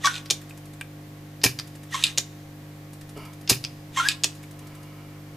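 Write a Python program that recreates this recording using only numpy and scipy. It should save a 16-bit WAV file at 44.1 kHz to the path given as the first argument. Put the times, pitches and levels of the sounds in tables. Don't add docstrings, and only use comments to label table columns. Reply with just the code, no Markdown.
import sys
import numpy as np
from scipy import signal
from scipy.fft import rfft, irfft
from scipy.io import wavfile
from scipy.ndimage import uniform_filter1d

SR = 44100
rng = np.random.default_rng(int(sys.argv[2]) if len(sys.argv) > 2 else 0)


def master(y):
    cut = np.clip(np.atleast_2d(y).T, -1, 1)
    pcm = np.round(cut * 32767)
    wavfile.write(sys.argv[1], SR, pcm.astype(np.int16))


N = 236743
T = np.arange(N) / SR
MAINS_HZ = 50.06

# frequency in Hz, relative level in dB.
HISS_COLOUR = [(150, -14), (300, -7), (550, -8.5), (900, -10), (1400, -12), (1900, -10.5), (2600, -14.5),
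               (5000, -19), (10000, -24), (12000, -21)]
RUMBLE_COLOUR = [(20, 9.5), (45, -39), (70, -4), (125, 5.5), (200, 5.5), (300, 7), (500, -7), (900, -7),
                 (2500, -66)]
SLIDE_COLOUR = [(500, -7.5), (1400, -3), (2400, -1.5), (3600, 3.5), (4700, -9.5), (6000, -2.5), (7800, -7),
                (10500, -13.5), (15000, -26)]
RASP_COLOUR = [(900, -24), (2500, -10.5), (3600, 6.5), (4700, 0.5), (5900, 8), (7500, -3), (10000, -11.5),
               (15000, -23)]
CATCH_COLOUR = [(120, -55), (400, -33), (900, -45), (1700, -35), (2150, -12), (2650, -1), (3200, -5),
                (3800, 1), (4250, -2.5), (5000, -2.5), (5700, -16), (7700, -7), (9300, -14.5), (12000, -18),
                (15000, -36)]
TICK_COLOUR = [(1500, 4), (4000, 2.5), (6000, 3.5), (9000, 5), (12500, 0.5), (15000, -5)]
BUTTON_COLOUR = [(500, -27), (1400, -13), (2400, -4), (3100, -3.5), (3800, -6), (4300, -2.5), (5050, 4),
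                 (5700, -1.5), (7000, -11), (10000, -18.5), (15000, -21)]
ROD_COLOUR = [(200, -24), (400, -17), (1000, -22), (1700, -19), (2600, -9), (3700, -5), (4900, -6),
              (5900, -1), (7100, -4.5), (8000, -10), (9200, -10), (10700, -21.5), (13500, -17),
              (15000, -30)]
TAP_COLOUR = [(150, -35), (500, -16), (1100, -8.5), (1350, -13), (1600, -3), (1950, -10.5), (2300, 3.5),
              (2600, 3.5), (2900, -5), (3300, -6), (4200, -18), (6200, -23), (8700, -13), (11000, -26),
              (12300, -15), (14000, -46)]
SLAM_COLOUR = [(120, -104.5), (200, -14.5), (338, -2.5), (624, -14), (1070, -6.5), (1510, -12.5),
               (1720, -10.5), (2130, -13), (2290, -7), (2550, -3), (3350, -7), (5070, 2), (9050, -6),
               (12300, -5.5), (15000, -12)]
WALL_COLOUR = [(100, -17), (400, 0), (1200, 7), (3000, 6.5), (7000, 3.5), (15000, 7.5)]

# frequency in Hz, bandwidth in Hz, relative level in dB.
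BARREL_MODES = [(2590, 80, -2), (2950, 100, -5), (3770, 90, 1), (4350, 160, -7), (4980, 170, -7),
                (5260, 130, -6), (5750, 180, -9), (6980, 140, -3), (12200, 400, -6)]
BENCH_MODES = [(126, 3.8, 5), (140.6, 3.3, -7), (310, 27, -4), (391, 18, 3.5), (497, 32, 1.5),
               (747, 260, -2)]
BOARD_MODES = [(440, 70, -5), (694, 70, -5), (1030, 70, -1), (1310, 150, -2), (2250, 150, -2),
               (2850, 300, -9), (4620, 500, -15), (10500, 1600, -23)]
CREAK_MODES = [(424, 200, 0)]

# harmonic number, level in dB.
HUM_HARMONICS = [(1, -62), (2, -49.5), (3, -45), (4, -61), (5, -60), (6, -49), (7, -67), (8, -65),
                 (9, -65.5), (10, -64.5), (11, -62), (13, -70.5), (14, -63.5), (16, -68.5), (22, -69.5)]
SEAL_OVERTONES = [(2, -3), (3, -2), (4, -26), (5, -23), (6, -13), (7, -11)]

# squeal start and length in seconds, pitch in Hz, levels of squeal, overtones
# and rasp in dB, chirp length in seconds, its level in dB, slide hold in seconds, its level in dB.
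STROKES = [(0.044, 0.0299, 1131, -18.5, -9.5, -5.5, .008, -32, 0.14, -35),
           (1.942, 0.015, 1090, -25, -6, -9.5, .02, -38, 0.16, -34),
           (3.971, 0.028, 1065, -21.5, -4, -18, 0.011, -39, 0.15, -33)]
# time in seconds, pitch in Hz, relative level in dB.
HIGH_SQUEALS = [
    [(0.072, 1544, -16.5), (0.084, 1458, -24), (0.118, 1450, -40)],
    [(3.998, 1394, -17), (4.01, 1363, -24.5), (4.028, 1443, -34), (4.034, 1380, -34), (4.044, 1512, -32),
     (4.068, 1680, -23.5), (4.084, 1693, -28.5)],
]

# start in seconds, relative level in dB.
CATCH_GRAZES = [(.1355, -24), (0.1422, -18), (0.155, -19.5), (.1625, -24), (.18, -26), (2.0265, -19)]
CATCH_LATCHES = [(2.0386, 1), (4.0867, -2)]
TICK_RUNS = [(0.2536, -47.5), (1.5917, -47.5), (2.9306, -47), (4.349, -48.5)]
BUTTON_PRESSES = [(.259, -26), (1.4157, -25.5), (3.476, -17.5)]
BUTTON_RELEASES = [(1.5888, -15), (3.6404, -16.5)]
ROD_RETURNS = [(.3013, -1), (2.1758, -2), (4.2358, -0.5)]
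BOARD_CREAKS = [(3.165, -14.5)]
# start in seconds, relative level in dB, hardness as a factor on the cut-off.
SHOTS = [(1.44, 0, 1.12), (3.4971, 0.5, 0.78)]

# delay in seconds, relative level in dB, chatter T60 in seconds, nominal cut-off in Hz.
LATCH_CONTACTS = [(0, -1, 0.0071, 16500), (.0013, -5, 0.053, 15400), (0.029, -13, .055, 9000)]
RELEASE_CONTACTS = [(0, 0.5, 0.021, 15000), (.0085, 2, 0.012, 9600)]
ROD_CONTACTS = [(0, -3.5, .045, 10500), (.0067, -1.5, .016, 12500), (.0087, -7, .028, 18000)]
SLAM_CONTACTS = [(0, 1, .01, 7800), (.0065, -3.5, 0.016, 16500), (.009, -6, .035, 16500),
                 (.021, -10, .016, 9000)]
# delay in seconds, relative level in dB, duration in seconds.
SHOT_RECOIL = [(.0115, -8, 0.0015), (0.0174, 4.5, 0.0041), (.052, -9, .0052)]
ROD_RECOIL = [(0.0111, -19.5, 0.00087)]

# start in seconds, relative level in dB, cut-off in Hz.
TAPS = [(.508, -32.5, 6000), (0.8111, -15, 16000), (1.4641, -7, 6000), (3.528, -13.5, 8920),
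        (3.537, -23, 8850), (4.4375, -32, 6030)]
# peak time in seconds, level in dB, then attack, hold and release in seconds.
SCRAPES = [(3.168, -44, 0.028, 0.078, 0.19), (4.632, -54.5, 0.31, 0.38, 1)]


def undb(db):
    return 10 ** (np.asarray(db) / 20)


def unit(x):
    return x / np.sqrt(np.mean(x ** 2))


def add(out, s, x):
    i = int(s * SR)
    out[i:i + len(x)] += x[:N - i]


def convolve(x, response):
    return signal.fftconvolve(x, response)[:N]


def colour(points, size=2048):
    hz, db = np.transpose(points)
    bins_hz = np.maximum(np.arange(size // 2 + 1) * SR / size, 1)
    magnitude = undb(np.interp(np.log(bins_hz), np.log(hz), db))
    cepstrum = irfft(np.log(magnitude))
    cepstrum[1:size // 2] *= 2
    cepstrum[size // 2 + 1:] = 0
    response = irfft(np.exp(rfft(cepstrum)))
    return response / np.linalg.norm(response)


def ring(modes):
    t = T[:SR // 2]
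    response = sum(undb(db) * width * np.exp(-np.pi * width * t) * np.sin(2 * np.pi * hz * t)
                   for hz, width, db in modes)
    return response / np.linalg.norm(response)


def grit(spread_db, slip_samples=24):
    slips = np.repeat(rng.standard_normal(N // slip_samples + 1), slip_samples)[:N]
    return unit(undb(spread_db * slips) * rng.standard_normal(N))


def swell(s, db, attack_s, hold_s, sag_db, release_s, depth_db=28):
    times = s + np.array([-attack_s, 0, hold_s, hold_s + release_s])
    levels = db - np.array([depth_db, 0, sag_db, sag_db + depth_db])
    return undb(np.interp(T, times, levels, left=-np.inf, right=-np.inf))


def each(events, pattern):
    return [(s + delay, db + part_db, *rest) for s, db, *_ in events for delay, part_db, *rest in pattern]


def knocks(contacts, envelope, chatter_db, gain_db=10.5, size=4096):
    blows = np.zeros(N)
    for s, db, t60, cut_hz in contacts:
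        chatter = rng.standard_normal(size) * np.exp(-np.log(1000) * T[:size] / t60)
        force = undb(chatter_db) * chatter / np.linalg.norm(chatter)
        force[0] = 1
        softness = signal.butter(2, cut_hz, fs=SR)
        add(blows, s, undb(db + gain_db) * signal.lfilter(*softness, force / np.linalg.norm(force)))
    return convolve(blows, colour(envelope))


def stereo(mid, side, band_hz=(210, 12500)):
    band = signal.butter(4, band_hz, "band", fs=SR, output="sos")
    return mid + signal.sosfilt(band, side) * np.array([[1], [-1]])


def background():
    phases = rng.uniform(0, 2 * np.pi, len(HUM_HARMONICS))
    hum = sum(np.sqrt(2) * undb(db) * np.sin(2 * np.pi * k * MAINS_HZ * T + phase)
              for (k, db), phase in zip(HUM_HARMONICS, phases))
    rumble = undb(-54.5) * convolve(rng.standard_normal(N), colour(RUMBLE_COLOUR))
    mid, side = (undb(db) * convolve(rng.standard_normal(N), colour(HISS_COLOUR)) for db in (-53.5, -55.5))
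    return stereo(hum + rumble + mid, side)


def squeal_paths(chirp_from_hz=1970, chirp_to_hz=1760, sag_hz_per_s=210):
    for s, length, hz, db, overtone_db, rasp_db, chirp_s, chirp_db, _, _ in STROKES:
        yield [(s - chirp_s, chirp_from_hz, chirp_db), (s + 0.0033, chirp_to_hz, chirp_db)], -33, -5.5
        yield [(s, hz, db), (s + length, hz - sag_hz_per_s * length, db)], overtone_db, rasp_db
    for path in HIGH_SQUEALS:
        yield [(s, hz, db + 1) for s, hz, db in path], -18, -20


def seal(edge_s=0.0023, jitter=0.02, flutter_db=2.2, lowest_hz=800):
    tone, rasp = np.zeros(N), np.zeros(N)
    waver, pressure = (unit(uniform_filter1d(rng.standard_normal(N), 40)) for _ in range(2))
    friction = grit(spread_db=4.5)
    for path, overtone_db, rasp_db in squeal_paths():
        times, hz, db = np.transpose(path)
        s = times[0]
        t = T[:int((np.ptp(times) + edge_s) * SR)]
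        here = int(s * SR) + np.arange(len(t))
        pitch_hz = np.interp(s + t, times, hz) * (1 + jitter * waver[here])
        phase = 2 * np.pi * np.cumsum(pitch_hz) / SR
        fade = np.clip(np.minimum(t, (t[-1] - t) / 2) / edge_s, 0, 1)
        grip = fade * undb(np.interp(s + t, times, db) + flutter_db * pressure[here])
        overtones = sum(undb(level) * np.sin(k * phase) for k, level in SEAL_OVERTONES)
        add(tone, s, np.sqrt(2) * grip * (np.sin(phase) + undb(overtone_db) * overtones))
        slipping = (1 + np.cos(phase)) ** 2 / 2
        add(rasp, s, grip * undb(rasp_db) * friction[here] * slipping)
    sliding = sum(swell(s, db, attack_s=0.052, hold_s=hold, sag_db=6, release_s=0.063)
                  for s, *_, hold, db in STROKES)
    slide = convolve(grit(spread_db=2, slip_samples=48), colour(SLIDE_COLOUR)) * sliding
    highpass = signal.butter(4, lowest_hz, "high", fs=SR, output="sos")
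    return signal.sosfilt(highpass, tone + convolve(rasp, colour(RASP_COLOUR)) + slide)


def catch(graze_t60=0.011, graze_cut_hz=6400):
    grazes = [(s, db, graze_t60, graze_cut_hz) for s, db in CATCH_GRAZES]
    return knocks(each(CATCH_LATCHES, LATCH_CONTACTS) + grazes, CATCH_COLOUR, chatter_db=3)


def barrel(drive):
    return drive + undb(-16) * convolve(drive, ring(BARREL_MODES))


def ticks(rise_s=0.0037, count=7, period_s=4 / MAINS_HZ):
    t = T[:SR // 20] / rise_s
    pulse = t * np.exp(1 - t)
    gate = np.zeros(N)
    for s, db in TICK_RUNS:
        for k in range(count):
            droop_db = 2.7 * (k / (count - 1)) ** 4
            add(gate, s + k * period_s, undb(db - droop_db) * pulse)
    return convolve(gate * rng.standard_normal(N), colour(TICK_COLOUR))


def button(press_t60=0.045, press_cut_hz=7400):
    presses = [(s, db, press_t60, press_cut_hz) for s, db in BUTTON_PRESSES]
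    return knocks(each(BUTTON_RELEASES, RELEASE_CONTACTS) + presses, BUTTON_COLOUR, chatter_db=7.5)


def rod():
    return knocks(each(ROD_RETURNS, ROD_CONTACTS), ROD_COLOUR, chatter_db=13)


def bench(thump_db=11, lowest_hz=95):
    force = np.zeros(N)
    for s, db, length in each(SHOTS, SHOT_RECOIL) + each(ROD_RETURNS, ROD_RECOIL):
        push = np.hanning(int(length * SR))
        add(force, s, undb(db + thump_db) * push / push.sum())
    radiation = signal.butter(2, lowest_hz, "high", fs=SR, output="sos")
    return signal.sosfilt(radiation, convolve(force, ring(BENCH_MODES)))


def nozzle(tap_t60=0.026, slip_count=3, slip_gap_s=0.007):
    slips = np.zeros(N)
    for s, db in BOARD_CREAKS:
        for k in range(slip_count):
            add(slips, s + k * slip_gap_s, undb([db]))
    creak = convolve(slips, ring(CREAK_MODES))
    drag = sum(swell(s, db, attack, hold, sag_db=1, release_s=release)
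               for s, db, attack, hold, release in SCRAPES)
    scrape = convolve(grit(spread_db=1) * drag, ring(BOARD_MODES))
    taps = knocks([(s, db, tap_t60, cut_hz) for s, db, cut_hz in TAPS], TAP_COLOUR, chatter_db=11)
    return taps + creak + scrape


def gulp(lead_s=0.00067):
    suction = sum(swell(s - lead_s, db - 12, attack_s=0.006, hold_s=0.011, sag_db=11.5, release_s=0.078)
                  for s, db, _ in SHOTS)
    return convolve(grit(spread_db=5), colour(SLAM_COLOUR)) * suction


def piston():
    contacts = [(s + delay, db + part_db, t60, hardness * cut_hz)
                for s, db, hardness in SHOTS for delay, part_db, t60, cut_hz in SLAM_CONTACTS]
    return knocks(contacts, SLAM_COLOUR, chatter_db=6)


def room(x, early_db=-7, early_t60=0.14, late_db=-26, late_t60=1.0, side_db=-5, onset_s=0.0021):
    t = T[:SR // 2]
    decay = sum(undb(db) * np.exp(-np.log(1000) * t / t60) * np.sqrt(2 * np.log(1000) / (t60 * SR))
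                for db, t60 in ((early_db, early_t60), (late_db, late_t60)))
    decay *= np.clip(t / onset_s, 0, 1)
    walls = colour(WALL_COLOUR)
    mid, side = (np.convolve(decay * rng.standard_normal(len(t)), walls) for _ in range(2))
    return stereo(convolve(x, mid), undb(side_db) * convolve(x, side))


def scene():
    pump = barrel(piston() + rod() + catch() + button() + gulp()) + seal()
    surfaces = bench() + nozzle()
    fizz = ticks()
    direct = (pump + surfaces + fizz) * undb([[-0.3], [0.3]])
    reflected = room(pump + undb(-4) * surfaces + undb(3) * fizz)
    return direct + reflected + background()


def record(dry, ceiling=0.9, top_hz=14900):
    rounded = dry / (1 + (dry / ceiling) ** 8) ** (1 / 8)
    return signal.sosfilt(signal.ellip(10, 0.2, 70, top_hz, fs=SR, output="sos"), rounded)


dry = scene()
out = record(dry)
master(out)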